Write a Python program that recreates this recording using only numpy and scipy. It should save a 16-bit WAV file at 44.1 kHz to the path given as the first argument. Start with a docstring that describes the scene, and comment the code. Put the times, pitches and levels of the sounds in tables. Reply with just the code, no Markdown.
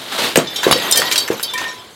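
"""A ceramic piggy bank is smashed on a log by a hammer, after the rustle of the swing.
Contacts crack as noise bursts, heavy pieces thud, shards bounce and ring in their own modes.
Debris slides with a hiss and a tinkle of chips; coins jingle across the floor.
The wooden workshop adds a short reverb to the hits; the recorder clips on the peaks."""
import sys
import numpy as np
from scipy import signal
from scipy.fft import rfft, irfft
from scipy.io import wavfile
from scipy.ndimage import uniform_filter1d

SR = 44100
rng = np.random.default_rng(int(sys.argv[2]) if len(sys.argv) > 2 else 0)


def store_wav(level_fs):
    """Save 16-bit WAV to argv[1]."""
    pcm = np.round(np.clip(np.atleast_2d(level_fs), -1, 1) * 32767)
    wavfile.write(sys.argv[1], SR, pcm.T.astype(np.int16))


N = 85995

# noise spectra: f/Hz, relative level/dB
ROOM_SPECTRUM = [(40, 0.5), (120, -13), (1000, -17.5), (15000, -38)]
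RUSTLE_SPECTRUM = [(40, -32), (275, -5.5), (629, -6), (2430, -9), (3810, -4), (5550, -16), (14000, -23.5),
                   (15900, -31)]
DEBRIS_SPECTRUM = [(40, -17.5), (381, 2.5), (987, 0), (2690, -3), (3450, 1.5), (6450, -20), (12400, -20.5),
                   (15900, -27)]
# envelopes: t/s, level/dB
RUSTLE_ENVELOPE = [(0, -31.5), (.11, -28.5), (.125, -20.5), (.175, -23.5), (.19, -15), (.225, -17.5),
                   (.243, -14.5), (.3, -22.5), (.35, -29)]
DEBRIS_ENVELOPE = [(.39, -37.5), (.53, -32), (.62, -28.5), (.76, -22.5), (1.03, -22), (1.22, -27),
                   (1.33, -34), (1.42, -34), (1.52, -34), (1.65, -28.5), (1.75, -35.5), (1.95, -46)]
COIN_ENVELOPE = [(.5, -47), (.85, -35.5), (1.33, -37.5), (1.5, -46)]
# hard contacts: t/s, level/dB re CRACK_DB, colour/octaves re 1 kHz, t60/s
CONTACTS = [(0.3576, 21.5, 0.84, 0.018), (0.367, 5, 1, 0.041), (.3725, 8, 2.83, 0.012),
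            (.560, -5, 2.25, 0.16), (.632, 6, 0.5, 0.19), (0.653, 3.5, -0.7, 0.084),
            (.7114, 23.5, -0.17, 0.0066), (0.713, 6, 3.5, 0.013), (0.726, 24.5, -0.04, 0.01),
            (0.7301, 11, 1, 0.009), (0.912, 10, 3.5, 0.02), (0.924, 13, 2.5, 0.027), (0.958, 4, 2.5, 0.11),
            (0.974, 10.5, 3, 0.064), (0.999, 2.5, 3, 0.038), (1.019, 9, 0.4, 0.034), (1.1134, 5, 1.5, 0.12),
            (1.124, 4, 2.5, 0.093), (1.158, 9.5, 1.6, 0.066), (1.179, 6.5, 2.5, 0.089),
            (1.278, 4, 0.84, 0.028), (1.284, -0.5, 0.8, 0.05), (1.342, -10, 2.3, 0.012),
            (1.397, 0.5, 0.5, 0.022), (1.405, -4, 0.7, 0.015), (1.429, 1, 3.5, 0.079),
            (1.536, -4.5, 2.5, 0.067), (1.578, -2.5, 1, 0.14), (1.614, -4.5, -0.5, 0.19),
            (1.641, -3.5, 0.9, 0.033)]
# heavy pieces on log and floor: t/s, level/dB, f/Hz, length/s, initial pitch excess/fraction
HEAVY_HITS = [(0.3582, -2, 490, 0.005, 0.2), (0.3752, 1, 150, 0.007, 3.6), (0.6663, 1, 378, 0.0053, 0.23),
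              (.757, -14, 492, 0.021, 0.075), (.992, -14, 496, 0.0098, 0.037),
              (1.3027, -4, 380, 0.005, 0.2)]
# shard modes: f/Hz
BIG_MODES_HZ = [1005, 1828, 2340, 3152, 3885, 4530, 5090, 6088, 6896, 7795, 9300, 9873, 10640]
MIDDLE_MODES_HZ = [1910, 2895, 3545, 3915, 5500]
SMALL_MODES_HZ = [3630, 4125, 5875, 7224, 8371]
# mode strengths: relative level/dB
BIG_MODES_DB = [-3, -2, -8, -4, -1, -2, -5, -8, -7, -9, -10, -12, -12]
MIDDLE_MODES_DB = [-4, -6, 2.5, -7, 1]
SMALL_MODES_DB = [0, -3, -5, -2, -6]
# shard bounces: t/s, level/dB, strike centre f/Hz, free ringing/s
BIG_BOUNCES = [(0.385, -21.5, 3680, 0.17), (0.458, -28.5, 2170, 0.13), (0.471, -24, 5500, 0.12),
               (0.558, -17, 3430, 0.11), (0.631, -18, 6700, 0.0098), (0.641, -12.5, 3520, 0.016),
               (.714, -14, 4500, 0.22), (0.729, -5, 3770, 0.0032), (0.959, -7.5, 2940, 0.036),
               (0.971, -12.5, 4920, 0.043), (0.96, -17.5, 1790, 0.077), (1.035, -23.5, 950, 0.23),
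               (1.053, -25.5, 4640, 0.12), (1.114, -10, 2560, 0.022), (1.177, -9.5, 4100, 0.064),
               (1.432, -13, 5250, 0.015), (1.432, -19, 3630, 0.054), (1.537, -20.5, 1050, 0.065),
               (1.537, -14, 2560, 0.021), (1.555, -17.5, 1930, 0.12), (1.648, -20.5, 1960, 0.084),
               (1.578, -21, 6000, 0.069), (1.662, -27.5, 960, 0.2), (1.68, -30.5, 7240, 0.16)]
MIDDLE_BOUNCES = [(.47, -26, 3830, 0.1), (0.56, -18, 4400, 0.12), (.712, -7.5, 2790, 0.014),
                  (.76, -21.5, 1900, .14), (.88, -28, 3180, 0.043), (1.029, -20, 1910, .08),
                  (1.478, -25, 3600, 0.18), (1.68, -32.5, 5500, 0.077)]
SMALL_BOUNCES = [(.911, -25, 5900, .06), (.924, -6.5, 3700, 0.03), (0.926, -14, 7900, 0.017),
                 (1.276, -28, 7200, .02)]
# workshop decay: f/Hz, t60/s
WORKSHOP_DECAY = [(200, 0.36), (1000, 0.08), (4000, 0.22), (12000, 0.1)]

BLOW_S = CONTACTS[0][0]
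ROOM_DB, CRACK_DB, CHIP_DB, REVERB_DB = -44, -18.5, -5, -12.5
BIG_T60_S, MIDDLE_T60_S, SMALL_T60_S = .71, .97, .34  # at 1 kHz
TIME_S = np.arange(N) / SR


def amp(db):
    return 10 ** (np.asarray(db) / 20)


def unit_rms(x):
    return x / np.sqrt(np.mean(x ** 2) + 1e-20)


def at_hz(table, hz):
    f, value = np.transpose(table)
    return np.interp(np.log(hz + 1), np.log(f + 1), value)


def add(mix, start_s, sound):
    part = mix[round(start_s * SR):][:len(sound)]
    part += sound[:len(part)]


def envelope(table):
    return amp(np.interp(TIME_S, *np.transpose(table)))


def hiss(spectrum, patch_db, flicker_db):
    """Coloured noise with drifting patches and a flicker common to all bands."""
    frames, hz = N // 128 + 5, np.fft.rfftfreq(512, 1 / SR)
    real, imag, patches = rng.standard_normal((frames, 257, 3)).T
    patches = unit_rms(uniform_filter1d(uniform_filter1d(patches, 5, axis=0), 12, axis=1))
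    db = at_hz(spectrum, hz)[:, None] + patch_db * patches + flicker_db * rng.standard_normal(frames)
    return unit_rms(signal.istft((real + 1j * imag) * amp(db), nperseg=512, noverlap=384)[1][:N])


def tinkle(per_s, low_hz, high_hz, t60_s=.1, spread_db=3):
    """Small pieces touch at random: 24 shapes, three modes each."""
    strikes = amp(spread_db * np.minimum(rng.exponential(1, N), 4)) * (rng.random(N) < per_s / SR)
    shape, t, out = rng.integers(0, 24, N), np.arange(4096) / SR, np.zeros(N)
    for k, hz in enumerate(low_hz * (high_hz / low_hz) ** rng.random((24, 3, 1))):
        ring = (np.sin(2 * np.pi * hz * t) / hz).sum(0) * amp(-60 * t / t60_s)
        out += signal.oaconvolve(strikes * (shape == k), ring)[:N]
    return unit_rms(out)


def room_tone():
    """Faint, bass-heavy background noise."""
    return amp(ROOM_DB) * hiss(ROOM_SPECTRUM, patch_db=1.5, flicker_db=.8)


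def swing_rustle(fade_db_per_s=150):
    """The swing rustles, then fades fast after the blow."""
    fade = amp(-fade_db_per_s * np.maximum(TIME_S - BLOW_S, 0))
    return envelope(RUSTLE_ENVELOPE) * hiss(RUSTLE_SPECTRUM, patch_db=-1, flicker_db=1.5) * fade


def crack(db, colour_oct, t60_s, width_oct=.8, lump_db=3.2, snap_s=.0008, ping_t60_s=.06):
    """Hard contact: a wideband snap, a burst of splintering noise, four splinters pinging on."""
    def colour(hz):
        return 1 / (1 + ((np.log2(hz / 1e3) - colour_oct) / width_oct) ** 2)

    n = 8192
    t, f = np.arange(n) / SR, np.fft.rfftfreq(n, 1 / SR) + 1
    lumps = amp(lump_db * unit_rms(uniform_filter1d(rng.standard_normal(len(f)), 70)))
    burst = unit_rms(irfft(rfft(rng.standard_normal(n)) * lumps * colour(f))) * amp(-60 * t / t60_s)
    ping_hz = 5000 * (14500 / 5000) ** rng.random((4, 1))
    pings = (colour(ping_hz) * np.sin(2 * np.pi * ping_hz * t)).sum(0) * amp(-2 - 60 * t / ping_t60_s)
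    snap = amp(-11) * rng.standard_normal(n) * np.exp(-t / snap_s)
    return amp(db + CRACK_DB) * (burst + snap + pings)


def debris():
    """From the blow on, debris slides and chips collide."""
    chips = amp(CHIP_DB) * tinkle(per_s=300, low_hz=3000, high_hz=12000)
    slide = hiss(DEBRIS_SPECTRUM, patch_db=1.5, flicker_db=1.5)
    return (TIME_S > BLOW_S) * envelope(DEBRIS_ENVELOPE) * (slide + chips)


def thud(db, hz, length_s, excess, drop_s=.003, boom_hz=(225, 900), boom_t60_s=.2, rise_s=.013):
    """Heavy piece: a short knock of falling pitch, then the low boom of boards."""
    t = np.arange(16384) / SR
    pitch_hz = hz * (1 + excess * np.exp(-t / drop_s))
    knock = np.sin(2 * np.pi * np.cumsum(pitch_hz) / SR) * np.exp(-(t / length_s) ** 2)
    boards = signal.lfilter(*signal.butter(1, boom_hz, "band", fs=SR), rng.standard_normal(len(t)))
    boom = unit_rms(boards) * amp(-12 - 60 * t / boom_t60_s) * np.minimum(t / rise_s, 1)
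    return amp(db) * (knock + boom)


def shard_ring(modes_hz, modes_db, t60_s, db, centre_hz, free_s, width_oct=.4, tumble_hz=30):
    """Modes near the strike centre ring, waver as the shard tumbles, die fast once it settles."""
    rise_s, settle_s, loss_power = .0015, .007, .7
    hz, t = np.array(modes_hz)[:, None], np.arange(round((free_s + .1) * SR)) / SR
    excitation = 1 / (1 + (np.log2(hz / centre_hz) / width_oct) ** 2) ** 2
    spin, phase = rng.random((len(hz), 2)).T[:, :, None]
    waver = 1 + .42 * np.sin(2 * np.pi * (tumble_hz * (.5 + spin) * t + phase))
    decay = amp(np.array(modes_db)[:, None] - 60 * t / t60_s * (hz / 1e3) ** loss_power)
    tones = excitation * waver * decay * np.sin(2 * np.pi * hz * t)
    gate = np.minimum(t / rise_s, 1) * np.exp(-np.maximum(t - free_s, 0) / settle_s)
    return amp(db) * tones.sum(0) * gate


def coins():
    """Coins jingle across the floor in a narrow treble band."""
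    moving = (TIME_S > COIN_ENVELOPE[0][0]) * (TIME_S < COIN_ENVELOPE[-1][0])
    return moving * envelope(COIN_ENVELOPE) * tinkle(per_s=140, low_hz=12100, high_hz=13300)


def workshop_reverb(x):
    """Sparse reflections of random sign; each band decays at its own rate."""
    taps, slots = np.zeros(SR // 2), np.arange(200, SR // 2 - 20, 20)
    taps[slots + rng.integers(0, 20, len(slots))] = rng.choice([-1., 1.], len(slots))
    hz, t, bands = signal.stft(taps, SR, nperseg=256)
    decay = amp(-60 * t / at_hz(WORKSHOP_DECAY, hz)[:, None])
    tail = signal.istft(bands * decay, SR, nperseg=256)[1]
    return amp(REVERB_DB) * signal.fftconvolve(x, tail / np.linalg.norm(tail))[:N]


def scene():
    """Mono mix: dry bed, hits with reverb."""
    bed = swing_rustle() + debris() + coins() + room_tone()
    hits = np.zeros(N)
    for source, table in (crack, CONTACTS), (thud, HEAVY_HITS):
        for start_s, *hit in table:
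            add(hits, start_s, source(*hit))
    for *shard, bounces in ((BIG_MODES_HZ, BIG_MODES_DB, BIG_T60_S, BIG_BOUNCES),
                            (MIDDLE_MODES_HZ, MIDDLE_MODES_DB, MIDDLE_T60_S, MIDDLE_BOUNCES),
                            (SMALL_MODES_HZ, SMALL_MODES_DB, SMALL_T60_S, SMALL_BOUNCES)):
        for start_s, *bounce in bounces:
            add(hits, start_s, shard_ring(*shard, *bounce))
    return (bed + hits + workshop_reverb(hits))[None]


def record(dry):
    """Microphone bass cut, peak clipping, band limit."""
    low_cut_hz, ceiling, high_cut_hz = 99, .96, 16000
    mic = signal.lfilter(*signal.butter(3, low_cut_hz, "high", fs=SR), dry)
    lowpass = signal.firwin(511, high_cut_hz, window=("kaiser", 9), fs=SR)
    return signal.oaconvolve(np.clip(mic, -ceiling, ceiling), lowpass[None], "same")


dry = scene()
out = record(dry)
store_wav(out)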